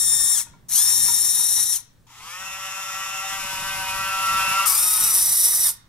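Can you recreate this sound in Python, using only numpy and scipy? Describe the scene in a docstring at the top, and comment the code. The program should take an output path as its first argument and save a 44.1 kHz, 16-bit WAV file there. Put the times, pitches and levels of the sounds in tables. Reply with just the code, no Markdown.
"""On a workbench in a small room, a geared servo swings the arms of a small mechanism three times, close to a
hand-held camera. Its gear teeth whine and rattle; the first swing is already under way at the start.
After the second swing a linear actuator spins up and hums: multiples of its shaft rate, gear grind, brush hiss.
It sags when the servo starts on the same supply, then coasts to a halt. Linkages knock softly, gear teeth snap,
the hand bumps and rumbles on the camera, and a fading noise tail makes the room ring."""
import sys
import numpy as np
from scipy import signal
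from scipy.fft import rfft, irfft, next_fast_len
from scipy.io import wavfile

SR = 44100
rng = np.random.default_rng(int(sys.argv[2]) if len(sys.argv) > 2 else 0)


def wav_out(sig):
    """Save sig, one row per channel (or a flat mono array), as 16-bit PCM at SR to the path in sys.argv[1]."""
    wavfile.write(sys.argv[1], SR, np.round(np.clip(np.atleast_2d(sig).T, -1, 1) * 32767).astype(np.int16))


N = 259308
T = np.arange(N) / SR  # time of every sample in seconds

# Servo swings. Each row: start in seconds, start of braking in seconds, rise in seconds, time it stays
# loud into the braking in seconds, base level in dB, level drift in dB per second, whine shift in dB,
# frame level against the case in dB.
SWINGS = [(-0.4, 0.334, .05, 0.067, -24, 2.5, -4, -22), (0.685, 1.711, 0.082, 0.05, -21, -3.5, -4.5, -24),
          (4.655, 5.641, 0.017, 0.054, -18, 0.5, -7.5, -24)]
# Cruising speed of the servo under the changing load of the arms, one table a swing.
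# Each row: time in seconds, gear mesh rate in Hz before spin-up, braking and hunting.
CRUISE_1 = [(0.0, 1864), (0.084, 1819), (0.258, 1830), (0.33, 1862)]
CRUISE_2 = [(0.88, 1866), (1.07, 1842), (1.534, 1882), (1.56, 1897)]
CRUISE_3 = [(4.85, 1884), (5.312, 1963), (5.62, 1937)]
# How much the servo gears chatter. Each row: time in seconds, roughness from 0 to about 1.
CHATTER = [(0, 0.07), (.33, 0.18), (.42, 1.03), (.72, 0.57), (.9, 0.13), (1.3, 0.38), (1.5, 0.8),
           (1.8, 0.97), (4.7, 0.78), (5.25, 1), (5.6, 0.73)]
# Whine of each harmonic of the mesh rate, lowest first: dB against the rattle, before the swing's shift.
WHINE_DB = [-12.5, -5.5, -6, -8, -7.5, -14.5, -16]
# Ring of the servo case in each swing. Each row: frequency in Hz, relative level in dB.
CASE_1 = [(1650, -80.5), (2800, -32), (3450, -17), (3580, -14), (3790, -16.5), (4010, -16), (5050, -18.5),
          (5390, -8.5), (6130, -5), (7500, -5), (7830, -5.5), (9100, -1), (10200, -4.5), (13300, -12),
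          (15600, -20)]
CASE_2 = [(1650, -42), (2800, -26.5), (3680, -16), (4370, -11), (4630, -23.5), (5090, -13), (5540, -6),
          (6170, -3.5), (7440, -7.5), (8000, -11.5), (8530, -6), (9370, -0.5), (10300, -4.5), (13200, -8.5),
          (15600, -26.5)]
CASE_3 = [(1650, -92.5), (2800, -31.5), (3400, -25), (3790, -17.5), (4010, -26), (4220, -18.5),
          (5830, -9.5), (6590, -17.5), (8850, -5.5), (9640, -2), (10500, -9.5), (11400, -3), (12200, -9.5),
          (13500, -6.5), (15600, -23)]
# Plastic frame shaken by the servo. Each row: frequency in Hz, relative level in dB.
FRAME = [(76, -23.5), (130, -0.5), (211, -24), (247, -1.5), (392, -18.5), (435, -10), (671, -3), (970, 6),
         (1540, 1), (1890, 4), (2190, 0.5), (3000, -11.5), (3900, -16.5), (6600, -120)]
# How a source reaches the two microphone ports, in three parts: rows of frequency in Hz and left-right
# difference in dB; the lead of the left port in seconds; rows of frequency in Hz and likeness from 0 to 1.
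SERVO_ASIDE = ([(60, -1.5), (99, 0.5), (160, 5), (270, -6), (450, -1), (740, 0), (1220, 2), (2010, 3.0),
               (3330, 0.5), (5500, 10.5), (9080, 6.5), (15000, 1.5)], .000033, [(150, 1), (900, 1),
               (2200, 0.75), (5500, 1), (9200, 0.93), (15000, 0.48)])
SERVO_AHEAD = ([(60, -1), (99, 11.5), (160, -1), (270, 4), (450, 7), (740, 3), (1220, 7), (2010, 4.5),
               (3330, -3), (5500, 4.5), (9080, 6.5), (15000, 0.5)], -0.000012, [(150, 1), (900, 1),
               (3300, 0.88), (5000, 1), (6800, 0.28), (9500, 1), (15000, 0.5)])
ACTUATOR_AT = ([(60, -3.5), (160, -4), (450, 4), (740, 0.5), (1220, 2), (2010, 0), (3330, -4.5), (5500, 7),
               (9080, 10.5), (15000, -2.5)], .00008, [(150, 0.36), (600, 0.65), (1200, 1), (2600, 1),
               (4000, 0.22), (15000, 0.073)])
# The camera passes over the servo. Each row: time in seconds, added left-right difference in dB.
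PASSING = [(4.68, 3.5), (4.736, -1), (5.432, -5.5), (5.72, -5.5)]

# Actuator speed on a full supply, under its changing load. Each row: time in seconds, shaft rate in Hz.
SHAFT_CRUISE = [(2.5, 191.7), (3.19, 192.4), (3.33, 194), (3.59, 189.6), (3.66, 193.1), (3.87, 190),
                (4.01, 192.7), (4.53, 191.4), (4.63, 194.4)]
# Way of the camera along the actuator. Each row: time in seconds, place (0 beside it, 1 above it,
# 2 over its gearbox).
CAMERA = [(3.32, 0.045), (3.43, 0.68), (3.84, 1), (4.0, 1.57), (4.3, 1.92), (4.65, 2.09), (4.85, 1.5)]
# How near the actuator is. Each row: time in seconds, gain in dB.
NEARNESS = [(2.45, -4.5), (3.25, -0.5), (3.8, 1.5), (4.2, 3), (4.6, 6), (4.85, -4.5), (5.15, -1)]
# Strongest shaft orders, as multiples of the shaft rate.
STRONG_ORDERS = (3, 5, 6, 7, 8, 10, 14)
# One row for each strong order: level from beside in dB, from above in dB, over the gearbox in dB,
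# swell in dB either way, place of the swell in a screw turn from 0 to 1.
STRONG = [(-55.5, -53.5, -54, .5, 0), (-50.5, -40, -43, 1, 0.48), (-45, -48, -41, 3.5, 0),
          (-38, -46.5, -29, 1.5, 0.78), (-49, -40, -46, 3, 0.19), (-42.5, -48.5, -44, 3.5, 0.02),
          (-40, -46, -37, -1, 0.92)]
# Weaker shaft and gear orders, as multiples of the shaft rate.
WEAK_ORDERS = (4, 9, 11, 11.45, 12, 13, 15, 15.27, 16, 17, 19)
# Level of each weaker order: dB against the buzz, before the housing.
WEAK_DB = [-8, -8, -9, -17, -14.5, -6, -11, -6.5, -15, -5, -2]
# Actuator housing. Each row: frequency in Hz, relative level in dB.
HOUSING = [(350, -26), (620, -16.5), (850, 1), (1050, 1.5), (1300, 4), (1600, -7.5), (2100, -2),
           (2800, -1.5), (3400, -10), (4300, -19), (5500, -30)]
# Colour of the brushes from beside and from above. Each row: frequency in Hz, relative level in dB.
HISS_BESIDE = [(1880, -21.5), (3200, 2.5), (3790, -3), (4250, -15), (4900, -7), (5580, -1.5), (6110, -3),
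               (6770, -0.5), (8380, -5), (8660, -9.5), (11000, -5), (11900, -8), (14000, -6), (15000, -39)]
HISS_ABOVE = [(1880, -54.5), (3200, -7.5), (4230, -1), (5130, -2.5), (5230, -2), (5690, -3.5), (7660, -10),
              (8330, -5), (9540, -11), (10900, -1), (11500, -5.5), (13900, -9.5), (15000, -57)]
# Higher shaft orders that whistle, as multiples of the shaft rate.
MESH_ORDERS = (27, 28, 29, 30, 31, 35, 36, 42, 56, 70)
# Whistle of each of these orders from beside and from above: dB within the brush sound, at full speed.
BESIDE_DB = [-22, -12.5, -5.5, -8.5, -24, -6, -9.5, -8, -10, -34]
ABOVE_DB = [-18.5, -12.5, -35, -23, -30, -16, -14.5, -9.5, -1.5, -11.5]

# Linkage knocks. Each row: time in seconds, peak level in dB.
KNOCKS = [(0.404, -40.5), (0.469, -42), (0.535, -46.5), (0.933, -37.5), (1.084, -27), (1.096, -35),
          (1.395, -32.5), (1.784, -46.5), (2.068, -55), (2.104, -45.5), (4.97, -33), (5.463, -32.5),
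          (5.685, -35)]
# Ways the plastic frame rings under a knock. Each row: middle frequency in Hz, relative level in dB,
# time to fall by 60 dB in seconds.
FRAME_MODES = [(234, -35, 0.071), (928, 0, 0.17), (992, 5.5, 0.07), (1420, -2.5, 0.16), (1830, -4, 0.026),
               (2440, -3.5, 0.11), (3060, -21.5, 0.035)]
# Gear teeth snapping through their slack. Each row: time in seconds, peak level in dB.
SNAPS = [(0.2894, -18), (0.6905, -31.5), (0.6986, -16.5), (0.7352, -17), (4.6596, -11), (4.7793, -6)]
# Soft bumps of the hand on the camera. Each row: time in seconds, peak level in dB.
BUMPS = [(3.449, -40), (3.529, -41), (3.619, -38), (4.479, -39), (4.511, -37), (4.598, -44)]
# Rumble of the hand-held camera. Each row: time in seconds, level in dB before the trims in background().
HANDLING = [(0, -55.5), (.6, -69.5), (1.05, -58), (1.5, -66.5), (1.85, -71.5), (2.1, -77), (2.9, -72),
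            (3.55, -57.5), (4.1, -58), (4.5, -55), (4.95, -68), (5.3, -57), (5.88, -71.5)]
# Colours of the deep sway, the rubbing bass and the room air. Each row: frequency in Hz, relative level in dB.
SUB = [(12, 18), (30, 0.5), (60, -20), (100, -20), (200, -36.5)]
BASS = [(40, 3), (75, 3), (170, 1), (260, -6.5), (400, -13.5), (900, -20), (3000, -51.5), (8000, -93)]
AIR = [(150, -27.5), (250, -18), (466, -18.5), (1610, -11), (2090, -16.5), (3760, -16), (8000, -17),
       (14000, -22), (15500, -16)]
# Ringing of the room. Each row: frequency in Hz, time to fall by 60 dB in seconds.
ROOM = [(200, 0.31), (1200, 0.95), (5000, 0.36), (10000, 0.2), (15000, 0.029)]

SPIN_UP_S, BRAKE_S, BRAKE_CURVE = .046, .15, 1.5  # the servo nears its speed quickly and brakes ever harder
INRUSH_DB, INRUSH_S = 5.5, 0.082  # extra force while it accelerates
JOLT_SHARE = 0.02  # share of the force that is there at once
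RELEASE_DB_PER_S = 435  # how fast the gears fall silent
SURGE_DB, SURGE_HZ = 1, 12  # slow, uneven surges of the servo's force at full roughness

ACTUATOR_ON_S, ACTUATOR_OFF_S = 2.067, 5.02
KICK_SHARE, RAMP_S = .45, .41  # it jumps to this share of its speed and ramps up to the rest
SAG_SHARE, DIP_SHARE, DIP_S = 0.064, .125, .042  # sharing the supply slows it, most of all at first
COAST_PER_S, COAST_S = 1.3, 0.56  # share of speed lost each second once off, and how long it is heard
BUZZ_DB, GRIND_DB, BRUSH_DB = -39, -39.5, -39  # weak orders, gear grind, brushes: before speed and nearness
TONE_POWER = 2  # how steeply the shaft tones grow with speed
SCREW_HZ, SCREW_MARK_S = 2.98, 3.33  # strong orders swell once a lead-screw turn, counted from this moment

AIR_DB, MAINS_HZ = -67.5, 120  # still room air; pitch of the mains hum
EDGE_HZ = 15750  # upper limit of the recorder


def servo(row, cruise, case, bearing, runout=0.04, jitter=.024, flutter_db=0.0, mesh_depth=0.23,
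          rotor_depth=0.17, grain_db=1.0, hunt_hz=29, hunt_depth=0.01794, hunt_db=1.5):
    """Gear teeth whine and rattle once a mesh; chatter shakes their timing and force; case and frame radiate."""
    *motion, whine_db, frame_db = row
    mesh_hz, force = swing(*motion, cruise)
    rough, = curves(CHATTER)
    # under load the speed hunts up and down, and the force with it
    hunt = rough * np.sin(2 * np.pi * (hunt_hz * T + 0.2616 * wander(7.1)))
    unsteady_hz = mesh_hz * (1 + jitter * rough * wander(330.0) + hunt_depth * hunt)
    turns = np.cumsum(unsteady_hz) / SR  # teeth passed so far

    whine = 0
    for k, db in enumerate(WHINE_DB, 1):
        level = amp(db + whine_db + 2 * wander(29))
        whine = whine + level * np.exp(2j * np.pi * (k * turns + rng.random()))
    # the ten pinion teeth differ a little: side tones, one rotor rate apart
    rotor = turns / 10
    whine = whine * (1 + runout * (unevenness(rotor, count=5) + 1j * unevenness(rotor, count=5)))
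    whine = whine * (mesh_hz / mesh_hz.max()) ** 0.67  # slow gears mostly rattle

    contact = 1 + mesh_depth * np.cos(2 * np.pi * turns)
    contact = contact * (1 + rotor_depth * np.cos(2 * np.pi * rotor))
    rattle = evened(rng.standard_normal((2, N)) * contact * amp(grain_db * wander(900)))

    drive = scatter(rattle) + np.sqrt(2) * np.array([whine.real, whine.imag])
    flutter = evened(amp(flutter_db * rough * wander(140) + hunt_db * hunt))
    case_sound = colour(drive, case) * flutter
    frame_sound = amp(frame_db + 2 * wander(20.4)) * colour(drive, FRAME)
    return ports((case_sound + frame_sound) * force, bearing)


def swing(start, brake, rise, hold, level_db, drift_db, cruise):
    """Mesh rate and force of one servo swing: spin up, cruise, brake; the force surges when the gears chatter."""
    since, braking = np.maximum(T - start, 0), np.maximum(T - brake, 0)
    spin_up = 1 - np.exp(-since / SPIN_UP_S)
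    slowing = np.maximum(1 - (braking / BRAKE_S) ** BRAKE_CURVE, 0)
    force_db = level_db + drift_db * since + INRUSH_DB * np.exp(-since / INRUSH_S)
    force_db = force_db - RELEASE_DB_PER_S * np.maximum(braking - hold, 0)
    force_db = force_db + SURGE_DB * curves(CHATTER)[0] * wander(SURGE_HZ)
    attack = np.minimum(JOLT_SHARE + since / rise, 1) * (T >= start)
    return curves(cruise)[0] * spin_up * slowing, attack * amp(np.maximum(force_db, -200))


def passing(sound):
    """The servo drifts sideways as the camera moves over it: one port gains what the other loses."""
    pan_db, = curves(PASSING)
    return sound * amp(np.array([pan_db, -pan_db]) / 2)


def actuator(jitter=0.00212, slow_jitter=0.0695, loudness_power=2.73):
    """One shaft, less steady when slow, drives gearbox and brushes; both grow louder with speed and nearness."""
    speed = shaft_speed()
    shaft_hz = speed * curves(SHAFT_CRUISE)[0]
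    unsteady = (jitter + slow_jitter * (1 - speed)) * wander(45)
    turns = np.cumsum(shaft_hz * (1 + unsteady)) / SR
    level = speed ** loudness_power * amp(curves(NEARNESS)[0])
    level = level * running(ACTUATOR_ON_S, ACTUATOR_OFF_S + COAST_S, 0.19)
    return ports((gearbox(turns, shaft_hz, speed) + brushes(turns, speed)) * level, ACTUATOR_AT)


def shaft_speed():
    """Share of full speed: the actuator ramps up, sags under the last servo swing and coasts."""
    ramp = 1 - (1 - KICK_SHARE) * (1 - np.clip((T - ACTUATOR_ON_S) / RAMP_S, 0, 1)) ** 2
    shared = np.maximum(T - SWINGS[-1][0], 0) / DIP_S
    supply = 1 - SAG_SHARE * (1 - np.exp(-shared)) - DIP_SHARE * shared * np.exp(1 - shared)
    coast = np.maximum(1 - COAST_PER_S * np.maximum(T - ACTUATOR_OFF_S, 0), 0)
    return ramp * supply * coast


def running(start, stop, fade):
    """One while a motor runs, with a quick start and a fade at the end."""
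    return np.clip((T - start) / 0.00067, 0, 1) * np.clip((stop - T) / fade, 0, 1)


def gearbox(turns, shaft_hz, speed, waver_db=4.0, shaft_db=-65, drift_db=2.31):
    """Shaft orders sound through the housing over the grind of the gears; they die away as the shaft slows."""
    place, = curves(CAMERA)
    screw = SCREW_HZ * (T - SCREW_MARK_S)
    lines = 0
    for k, (*heard_db, swell_db, swell_at) in zip(STRONG_ORDERS, STRONG):
        db = np.interp(place, np.arange(len(heard_db)), heard_db)
        db = db + swell_db * np.cos(2 * np.pi * (screw - swell_at))
        # a change of speed moves the order along the response of the housing
        detuned_db = read(HOUSING, k * shaft_hz) - read(HOUSING, k * SHAFT_CRUISE[0][1])
        lines = lines + order(turns, k, db + detuned_db + drift_db * wander(22.4))
    for k, db in zip(WEAK_ORDERS, WEAK_DB):
        housed_db = BUZZ_DB + db + read(HOUSING, k * shaft_hz)
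        lines = lines + order(turns, k, housed_db + waver_db * wander(10.4))
    lines = lines * speed ** TONE_POWER + order(turns, 0.99, shaft_db)
    grind = colour(scatter(rng.standard_normal((2, N)) * scrape(turns, depth=0.79)), HOUSING)
    return np.array([lines.real, lines.imag]) + grind * amp(GRIND_DB)


def brushes(turns, speed, beside_hiss_db=-5, beside_buzz_db=-3, above_hiss_db=-3.5, above_buzz_db=-7):
    """Brushes hiss and buzz over the same uneven commutator each turn; the pinion adds a rough whistle."""
    above = np.clip(np.interp(curves(CAMERA)[0], [0, 1], [.12, .86]), 0, 1)
    hiss = rng.standard_normal((2, N)) * scrape(turns, depth=0.17)
    buzz = np.array([unevenness(turns, count=75), unevenness(turns, count=75)])
    from_beside = amp(beside_hiss_db) * colour(hiss, HISS_BESIDE) + amp(beside_buzz_db) * colour(buzz, HISS_BESIDE)
    from_above = amp(above_hiss_db) * colour(hiss, HISS_ABOVE) + amp(above_buzz_db) * colour(buzz, HISS_ABOVE)
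    sound = np.sqrt(1 - above) * from_beside + np.sqrt(above) * from_above

    loose = turns + .0015 * wander(130)  # the pinion rocks a little in its slack
    whistle = 0
    for k, side, top in zip(MESH_ORDERS, BESIDE_DB, ABOVE_DB):
        whistle = whistle + order(loose, k, side + above * (top - side) + wander(11))
    whistle = whistle * speed ** 4  # it only sings near full speed
    return (sound + np.array([whistle.real, whistle.imag])) * amp(BRUSH_DB + 0.79 * wander(30.0))


def order(turns, k, db):
    """One multiple of a shaft's rate, as a complex tone."""
    return np.sqrt(2) * amp(db) * np.exp(2j * np.pi * (k * turns + rng.random()))


def scrape(turns, depth):
    """Contact force peaks once, twice and three times a turn of the three-pole rotor."""
    peaks = sum(np.cos(2 * np.pi * k * turns) / np.sqrt(k) for k in range(1, 4))
    return evened(1 + depth * peaks)


def unevenness(turns, count):
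    """A random profile that repeats on every turn of a shaft, with count equal harmonics."""
    around = np.linspace(0, 1, 4097)
    profile = sum(np.cos(2 * np.pi * (k * around + rng.random())) for k in range(1, count + 1))
    return np.interp(turns % 1, around, evened(profile))


def scatter(pair, echo_db=-17, count=6):
    """Nearby parts and the bench top return the sound within 7 ms and ripple its spectrum."""
    out = pair.copy()
    for side in (0, 1):
        for delay in rng.integers(40, 300, count):  # in samples
            out[side, delay:] += amp(echo_db) * rng.choice([-1, 1]) * pair[side, :-delay]
    return out


def knock():
    """The plastic frame rings briefly: fading sines, each a little off its middle pitch."""
    t = T[:6000]
    ring = 0
    for hz, db, t60 in FRAME_MODES:
        tone = np.sin(2 * np.pi * (hz * rng.uniform(0.92, 1.04) * t + rng.random()))
        ring = ring + amp(db - 60 * t / t60) * tone
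    return np.array([ring, ring])


def snap(t60=0.0044):
    """A bright crack of metal teeth: a very short burst of high noise."""
    t = T[:2000]
    band = signal.butter(2, [5000, 12000], "bandpass", fs=SR, output="sos")
    return signal.sosfilt(band, rng.standard_normal((2, len(t))) * amp(-60 * t / t60))


def bump(t60=0.03):
    """A dull thud through the camera body: a short burst of low noise, the same in both ports."""
    t = T[:6000]
    band = signal.butter(2, [70, 240], "bandpass", fs=SR, output="sos")
    thud = signal.sosfilt(band, rng.standard_normal(len(t)) * amp(-60 * t / t60))
    return np.array([thud, thud])


def blows(events, ring):
    """Each event sets off a fresh ring at its peak level."""
    out = np.zeros((2, N))
    for s, db in events:
        sound = ring()
        sound = amp(db) * sound / abs(sound).max()
        part = out[:, round(s * SR):]
        part[:, :sound.shape[1]] += sound[:, :part.shape[1]]
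    return out


def background(sub_db=-4, bass_db=-54, bass_follow=0.67, lumps_db=2.5, hum_db=-63, apart=0.5):
    """Lumpy hand rumble on the camera, still room air and mains hum."""
    def noise(spectrum):
        """Coloured noise, partly shared by both ports."""
        mid, side = colour(rng.standard_normal((2, N)), spectrum)
        return np.array([mid + apart * side, mid - apart * side])

    hand_db, = curves(HANDLING)
    sway = noise(SUB) * amp(hand_db + sub_db + lumps_db * wander(5))
    rub_db = bass_db + bass_follow * (hand_db - hand_db.mean())
    rub = noise(BASS) * amp(rub_db + lumps_db * wander(6.5))
    hum = np.sqrt(2) * amp(hum_db) * np.sin(2 * np.pi * MAINS_HZ * T)
    return sway + rub + noise(AIR) * amp(AIR_DB) + hum


def room(x):
    """A diffuse tail of fading noise in which the treble dies first."""
    late_noise = rng.standard_normal((2, SR)) * (T[:SR] > .006)
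    hz, t, z = signal.stft(late_noise, SR, nperseg=256)
    fade = amp(-60 * t / read(ROOM, hz)[:, None])
    tail = signal.istft(z * fade, SR, nperseg=256)[1]
    return signal.fftconvolve(x, tail / np.linalg.norm(tail[0]), axes=1)[:, :N]


def ports(pair, bearing):
    """Two microphone ports hear a shared sound and a scattered part, apart in level and time."""
    size = next_fast_len(N + 4096)
    f = np.fft.rfftfreq(size, 1 / SR)
    balance, lead_s, likeness = bearing
    same = np.clip(read(likeness, f), 0, 1)
    tilt = amp(read(balance, f) / 2)
    lead = 2 * np.pi * f * lead_s
    shared, scattered = rfft(pair, size)
    shared, scattered = shared * np.sqrt((1 + same) / 2), scattered * np.sqrt((1 - same) / 2)
    turn = tilt * np.exp(.5j * lead)
    # the sum of both ports keeps the source's level, within a limit
    centre = np.sqrt(np.maximum(tilt ** 2 + tilt ** -2 + 2 * same * np.cos(lead), 1)) / 2
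    left, right = (shared + scattered) * turn, (shared - scattered) / turn
    return irfft(np.array([left, right]) / centre, size)[:, :N]


def amp(db):
    """Decibels to gain."""
    return 10 ** (np.asarray(db) / 20)


def evened(x):
    """Scales to an average (rms) level of one."""
    return x / np.sqrt(np.mean(x ** 2) + 1e-20)


def read(points, hz):
    """Reads a table by frequency, with straight lines on a log-frequency axis."""
    f, value = np.transpose(points)
    return np.interp(np.log(hz + 1), np.log(f + 1), value)


def curves(rows):
    """Each column of a table after the time, sample by sample."""
    s, *columns = np.transpose(rows)
    return [np.interp(T, s, c) for c in columns]


def filtered(x, response):
    """Applies a response given as a function of frequency."""
    size = next_fast_len(N + 4096)
    return irfft(rfft(x, size) * response(np.fft.rfftfreq(size, 1 / SR)), size)[..., :N]


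def colour(x, spectrum):
    """Shapes a sound by a spectrum, at an rms level of one."""
    return evened(filtered(x, lambda f: amp(read(spectrum, f))))


def wander(rate_hz):
    """Smooth random change, up to about the given rate, at an rms level of one."""
    return evened(filtered(rng.standard_normal(N), lambda f: 1 / (1 + (f / rate_hz) ** 4)))


def scene():
    """Both motors, knocks and snaps in the room, with the background and the hand's bumps on top."""
    swings = servo(SWINGS[0], CRUISE_1, CASE_1, SERVO_ASIDE)
    swings += servo(SWINGS[1], CRUISE_2, CASE_2, SERVO_ASIDE)
    swings += passing(servo(SWINGS[2], CRUISE_3, CASE_3, SERVO_AHEAD))
    swings += blows(KNOCKS, knock) + blows(SNAPS, snap)
    hum = actuator()
    ringing = room(amp(-17.5) * swings + amp(-17) * hum)
    return swings + hum + ringing + background() + blows(BUMPS, bump)


def record(dry):
    """The recorder's band limit: a steep filter takes away the highest treble."""
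    low_pass = signal.firwin(511, EDGE_HZ, window=("kaiser", 9), fs=SR)
    return signal.oaconvolve(dry, low_pass[None], "same")


dry = scene()
out = record(dry)
wav_out(out)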